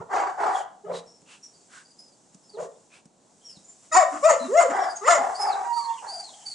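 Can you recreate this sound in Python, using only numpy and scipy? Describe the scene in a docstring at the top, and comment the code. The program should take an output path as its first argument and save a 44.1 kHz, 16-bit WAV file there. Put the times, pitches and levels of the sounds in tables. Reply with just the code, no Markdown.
"""Concrete kennel block, outdoors: dogs at a wire fence close to the microphones, others farther down the pens.
Up close come closed-mouth wuffs, then four sharp, cracking barks with low growls between and after;
farther off are hoarse barks, a pulsing howl and falling whimpers, all from the same modelled vocal folds.
Nasal whistles are arching tones; snuffles, paw steps, faint background noise and a high hiss of varying
level are coloured noise. Decaying noise tails give the echo of the pens."""
import sys
import numpy as np
from scipy import signal
from scipy.fft import rfft, irfft, next_fast_len
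from scipy.io import wavfile
from scipy.ndimage import map_coordinates

SR = 44100
rng = np.random.default_rng(int(sys.argv[2]) if len(sys.argv) > 2 else 0)


def master_out(mix):
    """Clip the mix to full scale and print it as 16-bit PCM to the path in sys.argv[1]."""
    frames = np.transpose(np.atleast_2d(mix))
    ceiling = np.clip(frames, -1, 1)
    pcm = np.round(ceiling * 32767).astype(np.int16)
    wavfile.write(sys.argv[1], SR, pcm)


N = 288414  # samples

# Levels are those of the sources, ahead of the pens' direct and echo gains.
# Overtone levels are relative to the fundamental; roughness is clipped to 0-1.

# close wuffs: (start [s], length [s], top pitch [Hz], level [dB], top overtones [dB],
#               roughness at the push [0-1 once clipped])
WUFF_CALLS = [(0, .034, 472, -36, 0.5, 0.31), (0.836, 0.13, 510, -38, 6, 1.18),
              (2.535, 0.13, 525.3, -38.5, 1, 1.17)]
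# close growls: (start [s], length [s], pitch [Hz], level [dB], overtones [dB])
GROWL_CALLS = [(0, 0.014, 142, -31.5, -4.5), (.85, 0.158, 179, -52.5, -15), (4.115, 0.07, 289, -41, 4),
               (4.403, .08, 257.6, -37.5, -6), (4.686, 0.05, 267.4, -38.5, 5),
               (5.18, 0.049, 258, -43, -4.5)]
# distant barks: (start [s], length [s], top pitch [Hz], level [dB], overtones [dB], roughness [0-1])
FAR_BARK_CALLS = [ (0.084, .253, 790.3, -26.5, 0, .72), (0.364, .275, 806, -24.5, -2.5, .85),
                  (4.697, .25, 789.6, -24.5, -5, .6), (5.159, 0.22, 771, -26, -4.5, 0.9),
                  (5.367, .33, 817.3, -26, -7.5, 0.59), (6.004, .12, 901, -37, -6, 0.9)]
# nostril puffs: (centre [s], length [s], level [dB], resonance [Hz])
SNUFFLE_PUFFS = [(0.574, 0.18, -52, 7100), (0.968, 0.12, -49.5, 3930), (1.327, 0.17, -57, 2680),
                 (1.768, 0.19, -55, 1550), (2.34, 0.068, -71.5, 7240), (2.628, .13, -56.5, 6920),
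                 (2.956, 0.15, -60.5, 2500), (3.851, 0.1, -67, 7600)]
# nose whistles: (crest [s], lead-in [s], tail [s], top pitch [Hz], level [dB], time to sag an octave [s])
WHISTLE_CALLS = [ (.545, .005, .11, 3330, -42.5, .2), (1.12, 0.061, .1, 5490, -61.5, 0.35),
                 (1.445, .02, .05, 5650, -49, .12), (1.57, 0.044, .08, 4720, -61.5, .35),
                 (1.891, 0.045, 0.041, 4790, -56.5, 0.32), (2.024, .045, 0.14, 5090, -58.5, 0.29),
                 (2.448, 0.018, .06, 5270, -63, .25), (2.511, 0.018, 0.11, 4740, -53, 0.084),
                 (2.76, 0.055, 0.012, 3550, -69.5, 0.75), (3.441, .035, 0.12, 3195, -62.5, 0.19),
                 (3.457, 0.02, 0.13, 5610, -47.5, 0.16), (3.72, .09, 0.027, 7200, -54.5, 0.34),
                 (4.419, .025, .07, 4080, -47.5, .17), (4.815, 0.019, 0.078, 5590, -42.5, 0.11),
                 (4.9, 0.029, 0.034, 4850, -49.5, 0.27), (4.977, 0.03, 0.033, 6600, -42, 0.25),
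                 (5.424, 0.085, 0.13, 5155, -33, 0.18), (5.776, 0.054, 0.095, 4600, -36, 0.25),
                 (5.91, .03, 0.11, 3430, -52, 0.15), (6.16, 0.099, 0.056, 4774, -34.5, 0.25),
                 (6.25, 0.018, 0.07, 4340, -44.5, 0.1), (6.329, .01, 0.12, 3240, -58, 0.32),
                 (6.487, .036, .09, 4610, -36.5, .2)]
# steps on concrete: (time [s], level [dB], extra claw level [dB]), before the trims in paws()
PAW_STEPS = [(1.064, -46, -14), (1.218, -49.5, -4.5), (1.878, -86, 10), (2.346, -45.5, -1.5),
             (3.056, -48, -1.5), (3.57, -45, -25)]
# close barks: (crest [s], lead-in [s], tail [s], half-width of the rise [s], first pitch [Hz], top pitch [Hz],
#               first level [dB], top level [dB], first overtones [dB], top overtones [dB])
BARK_CALLS = [ (3.974, .06, 0.073, .02, 636, 751.2, -30, -10.5, 6, -8.5),
              (4.272, .048, 0.078, 0.034, 524.7, 660.6, -23, -10, 1, -14.5),
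              (4.588, .112, 0.086, .075, 302, 692, -36, -12, -18, -15.5),
              (5.108, .1, 0.077, .05, 386, 707.5, -39, -13.5, 0.5, -6)]
# voice cracks in the close barks: (time [s], half-width [s], overtone boost [dB])
BARK_CRACKS = [(3.957, 0.014, 9), (4.003, 0.014, 1.5), (4.304, 0.015, 13.5), (4.344, .009, 14.5),
               (4.62, 0.025, 13.5), (5.084, .012, 13), (5.137, 0.026, 4)]
# pulsing level of the distant howl: (time [s], level [dB])
HOWL_LEVEL = [(5.63, -35.5), (5.724, -25.5), (5.752, -40.5), (5.772, -25), (5.846, -42.5), (5.906, -26),
              (5.966, -40), (5.995, -51)]
# distant whimpers: (start [s], length [s], first pitch [Hz], last pitch [Hz], first level [dB], roughness [0-1])
WHIMPER_CALLS = [(5.759, 0.24, 1250, 1070, -42, .2), (6.041, 0.2, 866, 750, -40, .35),
                 (6.239, 0.275, 857, 804, -52.5, 0.61)]
# throat resonances, mouth open, close by: (frequency [Hz], gain [dB])
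OPEN_MOUTH = [(150, -43), (350, -16), (600, 1), (900, -1.5), (1200, 11.5), (1600, -10.5), (1950, 0),
              (2300, -18.5), (2750, -14), (3300, -27), (5300, -19.5), (6650, -14.5), (7150, -3.5),
              (7800, -21.5), (8800, -20.5), (10000, -39)]
# throat resonances, mouth closed, close by: (frequency [Hz], gain [dB])
CLOSED_MOUTH = [(100, -26.5), (175, 0), (290, -27.5), (450, 3.5), (620, 11), (800, -3.5), (1150, -7.5),
                (1500, -23.5), (2100, -27), (4000, -46), (10000, -45.5)]
# throat resonances of the distant dogs: (frequency [Hz], gain [dB])
FAR_MOUTH = [(150, -21.5), (300, -20.5), (390, -3), (540, -0.5), (820, 10), (1200, 2.5), (1600, -3),
             (1900, -6.5), (2500, -23), (3800, -30), (5000, -27), (7300, -25.5), (10000, -42.5)]
# breath noise from the nose, relative: (frequency [Hz], density [dB per Hz])
NOSE_COLOUR = [(200, -35.5), (850, -2), (1400, 0), (2100, -5), (2800, -3.5), (3400, -4.5), (4000, -4.5),
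               (5500, -4.5), (8000, -2.5), (10500, -14)]
# background noise, relative: (frequency [Hz], density [dB per Hz])
AIR_COLOUR = [(25, 3.5), (55, -23), (110, -7), (190, 0.5), (400, -3.5), (800, -4.5), (1260, -15.5),
              (2300, -26.5), (4200, -20), (7200, -36.5), (10500, -32.5)]
# course of the high hiss, before the trim in background(): (time [s], level [dB])
HISS_LEVEL = [(0.0, -64), (0.16, -65), (0.36, -58), (0.54, -60.5), (0.67, -65.5), (1.67, -57.5),
              (1.93, -60), (2.86, -60.5), (3.11, -67.5), (3.33, -61), (3.5, -57), (3.97, -54),
              (4.13, -45.5), (4.52, -46), (4.81, -52), (5.37, -46), (5.57, -49.5), (6.54, -48)]
# high hiss, also used for whistle breath and claws, relative: (frequency [Hz], density [dB per Hz])
TREBLE_COLOUR = [(2000, -16), (4000, -16.5), (5500, -6.5), (7500, -1), (10500, -16.5)]
# echo of the concrete pens: (frequency [Hz], time to decay by 60 dB [s])
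PEN_DECAY = [(200, 0.32), (800, 0.45), (2000, 0.38), (6000, 0.29), (10000, 0.22)]

TOP_HZ = 10600  # nothing is heard above this
SWELL_S, FADE_S = .016, 0.0095  # soft start and end of calls
WUFF_CREST, WUFF_WIDTH = .62, 0.3  # place and half-width of the push, as shares of the length
WUFF_BEND_OCT, WUFF_OPEN_DB = .33, 20  # the push raises the pitch and brings out the overtones
GROWL_ROUGH = .75  # 0-1
FAR_ATTACK_S, FAR_RELEASE_S, FAR_CREST = .028, 0.0342, 0.3523  # the crest is a share of the length
FAR_EDGE_DB, FAR_OPEN_DB, FAR_SAG_DB = -26, -5, -10  # re the crest: both ends, after attack, before release
FAR_DB_PER_OCT = 91  # pitch follows the level
WHISTLE_DB_PER_OCT, WHISTLE_FADE_DB = 78.5, 14  # a lower pitch is weaker, down to this much
WHISTLE_FLICKER_DB, WHISTLE_FLICKER_HZ = 9, 46.6  # spread at full fuzz, random knots a second
WHISTLE_FUZZ, WHISTLE_TAIL_FUZZ = 0.27, 0.17  # noisy share: at the crest, added as the pressure drops
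WHISTLE_CLEAR_DB, WHISTLE_FUZZ_PER_DB = -41.5, .012  # below this top level a whistle turns breathy
FALL_S, REST_HZ, EBB_DB = .098, 251.3, 27.5  # a bark's fall: half-width, pitch of slack folds, level lost
CRACK_DIP_DB = 3.5  # the level dips while the voice cracks
# roughness: at first, added in a crack, added as the effort ebbs
CLEAN_ROUGH, CRACK_ROUGH, HOARSE_ROUGH = 0.049, 0.34, 0.67
HOWL_HZ, HOWL_SAG_HZ_PER_S, HOWL_OVERTONES_DB, HOWL_ROUGH = 958, 130, -23, 0.029
WHIMPER_FALL_S, WHIMPER_OVERTONES_DB, WHIMPER_FADE_DB_PER_S = 0.055, -16, 22


def amp(db):
    """Decibels to gain."""
    return 10 ** (np.asarray(db) / 20)


def unit(x):
    """Scale to rms 1."""
    return x / np.sqrt(np.mean(x ** 2) + 1e-20)


def along(points, hz):
    """(Hz, value) points read on a log axis."""
    f, v = np.transpose(points)
    return np.interp(np.log(hz + 1), np.log(f + 1), v)


def curve(rows, t):
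    """(time, level) rows read at times t."""
    s, level = np.transpose(rows)
    return np.interp(t, s, level)


def span(start, length):
    """Sample times of a call."""
    return np.arange(int(start * SR), int((start + length) * SR)) / SR


def bell(x, width):
    """A smooth hump of height 1 at x = 0."""
    return np.exp(-(x / width) ** 2)


def soft_ends(t):
    """A gain that opens and closes over the times of a call."""
    return np.clip((t - t[0]) / SWELL_S, 0, 1) * np.clip((t[-1] - t) / FADE_S, 0, 1)


def wobble(n, rate):
    """A smooth random curve, rate knots a second."""
    knots = rng.standard_normal(int(n * rate / SR) + 4)
    return map_coordinates(knots, [np.arange(n) * rate / SR])


def coloured(x, spectrum):
    """x through a (Hz, dB) colour."""
    n = x.shape[-1]
    m = next_fast_len(n + 8192)
    gain = amp(along(spectrum, np.fft.rfftfreq(m, 1 / SR)))
    return irfft(rfft(x, m) * gain, m)[..., :n]


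def noise(shape, spectrum):
    """Coloured noise of rms 1."""
    return unit(coloured(rng.standard_normal(shape), spectrum))


def add(track, s, x):
    """Mix x into the track at time s."""
    start = int(np.clip(s * SR, 0, N))
    track[start:start + len(x)] += x[:N - start]


def voice(calls, throat, jitter, shimmer_db, doubling, rasp, flutter_hz,
          uneven_db=8.5, puff_depth=0.8, smear=0.17):
    """Vocal folds that run clean when eased and break into half-pitch tones and rasp when forced."""
    out = np.zeros(N)
    for t, pitch, db, overtones_db, rough in calls:
        n, gate = len(t), soft_ends(t)
        rough = np.clip(rough, 0, 1)
        shaken_hz = pitch * (1 + jitter * rough * wobble(n, flutter_hz))
        phase = 2 * np.pi * np.cumsum(shaken_hz) / SR
        overtones, power = np.zeros(n), np.zeros(n)
        for k in [1 / 2, *np.arange(3, 33) / 2]:
            gain = amp(along(throat, k * pitch)) * (k * pitch < TOP_HZ)
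            # unequal alternate cycles put lines halfway between the harmonics
            if k % 1:
                gain = gain * doubling * rough
            # every partial swells and drifts at random on its own
            gain = gain * amp(uneven_db * np.tanh(wobble(n, 69.0)))
            start_phase = rng.uniform(0, 2 * np.pi)
            drift = k * (smear + 0.28 * rough) * wobble(n, 170.2)
            overtones += gain * np.sin(k * phase + start_phase + drift)
            power += gain ** 2 / 2
        # air escapes in one puff per double cycle and rings the same throat
        puffs = rng.standard_normal(n) * (1 + puff_depth * np.cos(phase / 2))
        puffs = unit(coloured(puffs, throat))
        share = np.clip(rasp * rough, 0, 1)
        upper = np.sqrt(1 - share) * overtones / np.sqrt(power + 1e-12) + np.sqrt(share) * puffs
        tremble = amp(shimmer_db * rough * np.tanh(wobble(n, 150)))
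        fundamental = np.sqrt(2) * np.sin(phase)
        call = gate * tremble * amp(db) * (fundamental + amp(overtones_db) * upper)
        add(out, t[0], call)
        # four short, randomly delayed copies of the treble make the upper partials uneven
        treble = coloured(call, [(900, -40), (2200, -8)])
        for delay_s in rng.uniform(.0005, .008, size=4):
            add(out, t[0] + delay_s, treble)
    return out


def wuffs():
    """A hum behind closed lips is pushed up into a short rasp."""
    for start, length, top_hz, db, overtones_db, rough in WUFF_CALLS:
        t = span(start, length)
        slack = 1 - bell((t - start) / length - WUFF_CREST, WUFF_WIDTH)
        pitch = top_hz * 2 ** (-WUFF_BEND_OCT * slack)
        yield t, pitch, db, overtones_db - WUFF_OPEN_DB * slack ** 2, rough * np.sqrt(1 - slack)


def growls():
    """Slack folds rattle at a low, steady pitch."""
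    for start, length, hz, db, overtones_db in GROWL_CALLS:
        t = span(start, length)
        yield t, np.full(len(t), hz), db, overtones_db, GROWL_ROUGH


def background(air_db=-63, hiss_db=-3, width=0.32):
    """Faint background noise and a high hiss of varying level, spread between the microphones."""
    level_db = curve(HISS_LEVEL, np.arange(N) / SR)
    drift_db = 1.2 * wobble(N, 9)
    air = amp(air_db + drift_db) * noise((2, N), AIR_COLOUR)
    mid, side = air + amp(hiss_db + level_db) * noise((2, N), TREBLE_COLOUR)
    return np.array([mid + width * side, mid - width * side])


def far_barks():
    """Hoarse barks: quick attack, a swell, a slow sag and a release, the pitch going with the level."""
    for start, length, top_hz, db, overtones_db, rough in FAR_BARK_CALLS:
        t = span(start, length)
        effort_db = np.interp(t - start, [0, FAR_ATTACK_S, FAR_CREST * length, length - FAR_RELEASE_S, length],
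                              [FAR_EDGE_DB, FAR_OPEN_DB, 0, FAR_SAG_DB, FAR_EDGE_DB])
        yield t, top_hz * 2 ** (effort_db / FAR_DB_PER_OCT), db + effort_db, overtones_db, rough


def snuffles(ring_db=-1):
    """Short puffs through a dog's muzzle, each with one nostril resonance standing out."""
    out = np.zeros(N)
    for s, length, db, hz in SNUFFLE_PUFFS:
        n = int(length * SR)
        ring = noise(n, [(hz / 2, -30), (hz * .88, -11), (hz, 0), (hz * 1.12, -11), (hz * 2, -30)])
        puff = noise(n, NOSE_COLOUR) + amp(ring_db) * ring
        add(out, s - length / 2, amp(db) * np.hanning(n) * puff)
    return out


def whistles(waver=0.0051, octave_db=-15, breath_db=-12):
    """A whining dog's nose whistles: a clearer tone when blown hard, fuzzier when weak, over escaping air."""
    out = np.zeros(N)
    for crest, lead, tail, top_hz, top_db, octave_s in WHISTLE_CALLS:
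        t = span(crest - lead, lead + tail)
        n = len(t)
        # pitch and level arch together with the pressure
        sag_oct = ((t - crest) / octave_s) ** 2
        weak = np.tanh(WHISTLE_DB_PER_OCT * sag_oct / WHISTLE_FADE_DB)
        breathy = WHISTLE_FUZZ_PER_DB * max(WHISTLE_CLEAR_DB - top_db, 0)
        fuzz = np.clip(WHISTLE_FUZZ + breathy + WHISTLE_TAIL_FUZZ * weak, 0, 1)
        flicker_db = WHISTLE_FLICKER_DB * np.sqrt(fuzz) * wobble(n, WHISTLE_FLICKER_HZ)
        db = top_db - WHISTLE_FADE_DB * weak + flicker_db
        pitch = top_hz * 2 ** -sag_oct * (1 + waver * wobble(n, 220))
        phase = 2 * np.pi * np.cumsum(pitch) / SR
        eddies = (wobble(n, 650) + 1j * wobble(n, 650)) / np.sqrt(2)
        steadiness = np.sqrt(1 - fuzz) + np.sqrt(fuzz) * eddies
        tone = np.real(steadiness * (np.exp(1j * phase) + amp(octave_db) * np.exp(2j * phase)))
        breath = amp(breath_db) * noise(n, TREBLE_COLOUR)
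        add(out, t[0], soft_ends(t) * amp(db) * (np.sqrt(2) * tone + breath))
    return out


def paws(pad_hz=200, pad_t60=0.071, claw_t60=0.034, pad_db=-3, claw_db=-6):
    """A pad thumps on concrete and a claw ticks."""
    out, t = np.zeros(N), np.arange(SR // 4) / SR
    for s, db, tick_db in PAW_STEPS:
        pad = noise(len(t), [(pad_hz / 2, -20), (pad_hz, 0), (pad_hz * 2, -20), (3000, -60)])
        pad *= amp(pad_db - 60 * t / pad_t60)
        claw = noise(len(t), TREBLE_COLOUR) * amp(claw_db + tick_db - 60 * t / claw_t60)
        soft_onset = 1 - np.exp(-t / 0.0046)
        add(out, s, amp(db) * (pad * soft_onset + claw))
    return out


def near_barks():
    """One surge of effort carries the voice up to the crest; it cracks around there and ebbs away hoarse."""
    for (crest, lead, tail, rise_s, first_hz, top_hz, first_db, top_db,
         first_overtones_db, top_overtones_db) in BARK_CALLS:
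        t = span(crest - lead, lead + tail)
        rising = t < crest
        slack = 1 - bell(t - crest, np.where(rising, rise_s, FALL_S))
        pitch = top_hz + slack * (np.where(rising, first_hz, REST_HZ) - top_hz)
        level_db = top_db + slack * np.where(rising, first_db - top_db, -EBB_DB)
        overtones_db = top_overtones_db + slack * rising * (first_overtones_db - top_overtones_db)
        crack = sum(bell(t - s, width) for s, width, _ in BARK_CRACKS)
        boost_db = sum(gain_db * bell(t - s, width) for s, width, gain_db in BARK_CRACKS)
        rough = CLEAN_ROUGH + CRACK_ROUGH * crack + HOARSE_ROUGH * ~rising * np.sqrt(slack)
        yield t, pitch, level_db - CRACK_DIP_DB * crack, overtones_db + boost_db, rough


def howls():
    """A clear howl pulses in level as its pitch sags; short whimpers drop in pitch and fade."""
    first_s, last_s = HOWL_LEVEL[0][0], HOWL_LEVEL[-1][0]
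    t = span(first_s, last_s - first_s)
    pitch = HOWL_HZ - HOWL_SAG_HZ_PER_S * (t - t[0])
    yield t, pitch, curve(HOWL_LEVEL, t), HOWL_OVERTONES_DB, HOWL_ROUGH
    for start, length, first_hz, last_hz, db, rough in WHIMPER_CALLS:
        t = span(start, length)
        pitch = last_hz + (first_hz - last_hz) * bell(t - start, WHIMPER_FALL_S)
        yield t, pitch, db - WHIMPER_FADE_DB_PER_S * (t - start), WHIMPER_OVERTONES_DB, rough


def pens(x, direct_db, wet_db, width):
    """The direct sound plus the concrete pens' echo, nearly alike at both microphones."""
    hz, t, z = signal.stft(rng.standard_normal((2, SR)), SR, nperseg=256)
    decay = amp(-60 * t / along(PEN_DECAY, hz)[:, None])
    tails = signal.istft(z * decay, SR, nperseg=256)[1]
    tails /= np.linalg.norm(tails, axis=1, keepdims=True)
    late = np.pad(x, (SR // 150, 0))  # the echo starts 1/150 s after the direct sound
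    mid, side = signal.fftconvolve(late[None], tails, axes=1)[:, :N]
    return amp(direct_db) * x + amp(wet_db) * np.array([mid + width * side, mid - width * side])


def scene():
    """Each group of sounds gets its own balance of direct sound and echo, over the background noise and hiss."""
    barking = voice(near_barks(), OPEN_MOUTH, jitter=0.066, shimmer_db=4, doubling=2.3, rasp=0.56, flutter_hz=301)
    growling = voice(growls(), OPEN_MOUTH, jitter=.11, shimmer_db=3.4, doubling=.8, rasp=0.67, flutter_hz=152.4)
    muffled = voice(wuffs(), CLOSED_MOUTH, jitter=0.079, shimmer_db=4, doubling=0.28, rasp=0.91, flutter_hz=246)
    far = voice(far_barks(), FAR_MOUTH, jitter=0.109, shimmer_db=4, doubling=1.1, rasp=0.99,
                flutter_hz=248.7, puff_depth=0.34)
    howling = voice(howls(), FAR_MOUTH, jitter=0.21, shimmer_db=3.5, doubling=1.0, rasp=0.91, flutter_hz=124.2)
    dogs = pens(barking + growling + muffled, direct_db=-1.0, wet_db=-8.5, width=0.21)
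    dogs += pens(far, direct_db=-0.5, wet_db=-6.5, width=0.35)
    dogs += pens(howling, direct_db=0.2, wet_db=-10.5, width=.25)
    dogs += pens(whistles(), direct_db=-2, wet_db=-8.5, width=.2)
    dogs += pens(snuffles() + paws(), direct_db=4.0, wet_db=-11.5, width=.25)
    return dogs + background()


def record(dry, centre_hz=1170, width_hz=520, band_db=-4.0, flat_db=-15):
    """A delayed, band-weighted copy of the middle widens the image; peaks are rounded, lows and top cut."""
    m = next_fast_len(N + 8192)
    hz, both = np.fft.rfftfreq(m, 1 / SR), rfft(dry, m)
    band = 1j * hz * width_hz / (centre_hz ** 2 - hz ** 2 + 1j * hz * width_hz)
    delay = np.exp(-2j * np.pi * hz * .00164)  # 1.64 ms
    side = both.mean(axis=0) * delay * (amp(band_db) * band + amp(flat_db))
    wide = irfft(both + np.array([side, -side]), m)
    rounded = wide / (1 + (wide / .9) ** 12) ** (1 / 12)
    low_cut = hz ** 2 / np.sqrt(hz ** 4 + 65 ** 4)  # below 65 Hz
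    return irfft(rfft(rounded) * low_cut * (hz < TOP_HZ), m)[:, :N]


dry = scene()
out = record(dry)
master_out(out)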